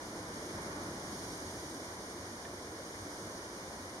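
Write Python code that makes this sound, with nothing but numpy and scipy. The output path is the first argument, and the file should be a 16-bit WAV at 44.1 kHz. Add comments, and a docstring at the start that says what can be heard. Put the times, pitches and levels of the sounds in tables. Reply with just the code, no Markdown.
"""Far traffic roars softly, swells and recedes, heard from a quiet stream bank. The roar is broadband
noise; in it are a hollow moan, a rumble and a wavering low engine drone. A soft gust passes, a high hiss
rises and falls, and one small drip-like plink, a damped vibration, sounds to the right. A camera's stereo
microphone adds its own steady noise, and the camera cuts two narrow notches into everything."""
import sys
import numpy as np
from scipy import signal
from scipy.fft import rfft, irfft
from scipy.io import wavfile

SR = 44100
rng = np.random.default_rng(int(sys.argv[2]) if len(sys.argv) > 2 else 0)


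def wav_record(signal):
    """Record a signal, one row per channel, as 16-bit PCM in the file named by sys.argv[1]."""
    frames = np.transpose(np.atleast_2d(signal))
    bounded = np.clip(frames, -1, 1)
    # unit amplitude maps onto the largest positive 16-bit level
    quanta = np.round(bounded * 32767).astype(np.int16)
    wavfile.write(sys.argv[1], SR, quanta)


N = 176400


def undb(db):
    """Amplitude ratio of a level in decibels."""
    return 10 ** (np.asarray(db) / 20)


def unit(x):
    """Normalisation to rms 1."""
    return x / np.sqrt(np.mean(x ** 2))


def over_time(rows):
    """Linear interpolation of (time_s, value) rows at every sample."""
    return np.interp(np.arange(N) / SR, *np.array(rows).T)


def over_pitch(rows, hz):
    """Interpolation of (frequency_hz, value) rows on a logarithmic frequency axis."""
    f, value = np.array(rows).T
    return np.interp(np.log(hz + 1e-9), np.log(f), value)


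def drift(rate_hz):
    """Random fluctuation: noise low-passed at rate_hz; rms 1."""
    f = np.fft.rfftfreq(N, 1 / SR)
    return unit(irfft(rfft(rng.standard_normal(N)) * (f > 0) / (1 + (f / rate_hz) ** 4), N))


def swell(middle_s, half_length_s):
    """Gaussian envelope: 1 at its middle, 1/e^2 a half length to either side."""
    return np.exp(-2 * ((np.arange(N) / SR - middle_s) / half_length_s) ** 2)


def wavering_tone(hz, waver_hz, rate_hz):
    """Random frequency modulation of a sine, with rms deviation waver_hz; rms 1."""
    pitch_hz = hz + waver_hz * drift(rate_hz)
    return unit(np.sin(2 * np.pi * np.cumsum(pitch_hz) / SR))


def resonance(hz, width_hz):
    """Response of a single resonance to random forcing; rms 1."""
    f = np.fft.rfftfreq(N, 1 / SR) + 1e-9
    detune = (f - hz ** 2 / f) / width_hz
    return unit(irfft(rfft(rng.standard_normal(N)) / np.sqrt(1 + detune ** 4), N))


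def diffuse_field(spectrum, width, balance, flicker_db, flicker_hz):
    """Partly coherent stereo noise from independent mid and side; each octave flickers alone; rms 1."""
    f = np.fft.rfftfreq(N, 1 / SR)
    spread = undb(over_pitch(width, f))
    mid, side = rfft(rng.standard_normal((2, N)))
    sign = np.array([[1], [-1]])  # left, right
    stereo = (mid + sign * side * spread) / np.hypot(1, spread)
    stereo *= undb(over_pitch(spectrum, f) + sign * over_pitch(balance, f) / 2)
    octave = np.clip(np.log2((f + 1e-9) / 31.25), 0, 9)
    bands = (irfft(stereo * np.maximum(1 - abs(octave - k), 0), N) for k in range(10))
    return unit(sum(band * undb(flicker_db * drift(flicker_hz)) for band in bands))


def microphone_noise():
    """Self-noise: stationary, and uncorrelated between the two channels."""
    # noise spectrum: frequency_hz, relative_density_db
    spectrum = [(200, -27), (6000, 9), (9000, 4.5), (12000, -11.5), (15500, -14)]
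    colour = undb(over_pitch(spectrum, np.fft.rfftfreq(N, 1 / SR)))
    return unit(irfft(rfft(rng.standard_normal((2, N))) * colour, N)) * undb(-57.5)


def hiss():
    """Amplitude-modulated high noise, like breeze in dry grass: it swells and trembles slightly."""
    # slow envelope: time_s, level_db
    level = [(0, -52), (.35, -51), (.56, -50), (.75, -51), (.92, -50.5), (1.2, -48), (1.55, -49),
             (1.95, -51), (2.15, -51), (2.4, -52), (2.7, -52.5), (3.05, -51), (3.5, -51.5), (4, -53)]
    # hiss spectrum: frequency_hz, relative_density_db
    spectrum = [(2000, -27), (3200, -6), (4200, -5.5), (5200, -0.9), (6500, 0.5), (7200, -5), (8700, -3.5),
                (10000, -6), (11000, -12), (12500, -16.5), (15500, -30)]
    # stereo width: frequency_hz, side_minus_mid_db
    width = [(3000, 3), (4300, 3.5), (5200, -2.4), (6600, -3.9), (7400, 0.4), (12000, -.8)]
    # stereo balance: frequency_hz, left_minus_right_db
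    balance = [(3200, 3.5), (4500, -3), (6200, -1), (7200, -0.5), (8400, -4.5), (9600, -1.5), (10900, 10),
               (12500, 3.5), (15000, 5)]
    rustle = diffuse_field(spectrum, width, balance, flicker_db=0.64, flicker_hz=42)
    tremble_db = 0.44 * drift(rate_hz=16)
    return rustle * undb(over_time(level) + tremble_db)


def gust():
    """Swells of band-limited noise: a breeze, incoherent between channels, and coherent dull buffets."""
    # wind-like buffets: middle_s, half_length_s, level_db, centre_hz
    swells = [(0.564, .035, -45, 105), (0.807, 0.029, -45, 300), (0.882, .03, -46.5, 130),
              (1.15, .12, -52.5, 230), (2.79, .09, -52.5, 530), (3.254, .07, -49.5, 239.8)]
    breeze = np.array([resonance(1030, width_hz=840) for _ in range(2)])
    buffets = sum(resonance(hz, width_hz=160) * swell(middle_s, half_s) * undb(db)
                  for middle_s, half_s, db, hz in swells)
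    return breeze * swell(middle_s=0.77, half_length_s=0.23) * undb(-52) + buffets


def plink():
    """Damped free vibration: a faint tick, then two modes ring and decay exponentially, like a drip."""
    start_s, rise_s, pan_right_db = 2.452, 0.0032, 12
    tick_lead_s, tick_decay_s = 0.0033, 0.008
    t = np.arange(N) / SR - start_s
    age = np.maximum(t, 0)
    mode = lambda hz, t60_s: np.sin(2 * np.pi * hz * age) * np.exp(-np.log(1000) * age / t60_s)
    ring = mode(hz=1780, t60_s=0.048) + undb(-3) * mode(hz=2400, t60_s=0.025)
    ring *= 1 - np.exp(-age / rise_s)
    tick_age = np.maximum(t + tick_lead_s, 0)
    tick = resonance(2500, width_hz=2400) * (tick_age > 0) * np.exp(-tick_age / tick_decay_s)
    pan = undb(np.array([[-1], [1]]) * pan_right_db / 2)
    return (ring * undb(-40.5) + tick * undb(-52)) * pan


def vehicle_moan():
    """A far vehicle's hollow moan: a noise-driven resonance with a gliding motor tone in it."""
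    # motor tone: time_s, pitch_hz
    pitch = [(0, 318.7), (.8, 320.4), (1.3, 309.6), (1.55, 340), (1.75, 314), (2.1, 320), (2.25, 365),
             (2.5, 330), (3.1, 313.6), (3.45, 322.3), (4, 335)]
    # envelope of the resonance: time_s, level_db
    level = [(0, -59), (.17, -49), (.3, -60), (.55, -50), (.68, -55), (.82, -51), (1.0, -55.5), (1.2, -58),
             (1.4, -52.5), (1.72, -51), (1.85, -56), (2.07, -58), (2.18, -53), (2.42, -61), (2.52, -53),
             (2.63, -56.5), (2.76, -55.5), (2.97, -62), (3.08, -52.5), (3.17, -59), (3.28, -54.5),
             (3.47, -53.5), (3.75, -63.5), (4, -56)]
    motor = wavering_tone(over_time(pitch), waver_hz=20.03, rate_hz=21.75) * undb(-2)
    return (resonance(331, width_hz=121) + motor) * undb(over_time(level))


def engine_drone():
    """A low engine tone, amplitude-modulated into soft puffs over a narrow-band murmur."""
    # puffs of the drone: middle_s, half_length_s, level_db
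    puffs = [(.70, .05, -53), (1.247, .06, -54), (1.49, 0.075, -51), (1.598, 0.035, -54),
             (2.21, .04, -53.5), (2.57, 0.047, -54.5), (3.016, 0.042, -51.5), (3.245, 0.046, -51),
             (3.38, .06, -56), (3.47, .04, -56), (3.86, .05, -55)]
    pitch_hz = 95.8
    envelope = sum(swell(middle_s, half_s) * undb(db) for middle_s, half_s, db in puffs)
    tone = wavering_tone(pitch_hz, waver_hz=11, rate_hz=25.8)
    murmur = resonance(pitch_hz, width_hz=36) * undb(-64)
    return tone * envelope + murmur


def traffic():
    """Far traffic as a superposition: a diffuse broadband roar, a moan, a low rumble and a drone."""
    # envelope of the roar: time_s, level_db
    roar_level = [(0, -45.5), (.17, -45), (.35, -44.6), (.6, -43.5), (.82, -44), (1.05, -44.5),
                  (1.45, -45.5), (1.9, -46), (2.2, -46), (2.4, -47), (2.8, -46.5), (3.3, -46), (4, -46.5)]
    # spectrum of the roar: frequency_hz, relative_density_db
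    spectrum = [(20, -25), (36, -18), (50, -9), (80, -6), (130, -9.5), (200, -5), (325, -5), (460, -5),
                (600, -5), (780, -8.5), (1020, -7), (1250, -11), (1800, -11), (2200, -14), (3200, -25),
                (5000, -30), (12000, -63)]
    # stereo width: frequency_hz, side_minus_mid_db
    width = [(110, -56), (200, -46), (300, -28), (380, -20), (500, -14.5), (650, -11.5), (830, -5),
             (1000, -6.5), (1180, 0.5), (1500, 0.7), (2000, 5.5), (3500, 3.7), (5000, -10)]
    # stereo balance: frequency_hz, left_minus_right_db
    balance = [(300, -0.5), (650, 0.5), (1000, -1.3), (1600, -2), (2300, -3), (3000, 1.5), (4500, -1)]
    # envelope of the rumble: time_s, level_db
    rumble_level = [(0, -64), (.45, -51), (.7, -54), (1.05, -53), (1.4, -54), (1.7, -60.5), (4, -64.5)]
    roar = diffuse_field(spectrum, width, balance, flicker_db=0.5, flicker_hz=11)
    roar *= undb(over_time(roar_level))
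    moan = vehicle_moan()
    rumble = resonance(170, width_hz=210) * undb(over_time(rumble_level))
    return roar + moan + rumble + engine_drone()


def scene():
    """Linear superposition of the sources and the microphone's self-noise, in stereo."""
    return traffic() + gust() + hiss() + microphone_noise() + plink()


def record(dry):
    """Band-stop and low-pass filtering: the camera rejects two narrow bands and the highest treble."""
    # notch filters: centre_hz, skirt_width_hz, core_width_hz
    notches = [(2613, 386, 216), (7700, 1220, 300)]
    cutoff_hz = 15700
    out = dry
    for hz, skirt_hz, core_hz in notches:
        out = signal.lfilter(*signal.iirnotch(hz, hz / skirt_hz, fs=SR), out)
        edges_hz = [hz - core_hz / 2, hz + core_hz / 2]
        out = signal.sosfilt(signal.butter(2, edges_hz, "bandstop", fs=SR, output="sos"), out)
    return signal.sosfilt(signal.ellip(12, .1, 70, cutoff_hz, fs=SR, output="sos"), out)


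dry = scene()
out = record(dry)
wav_record(out)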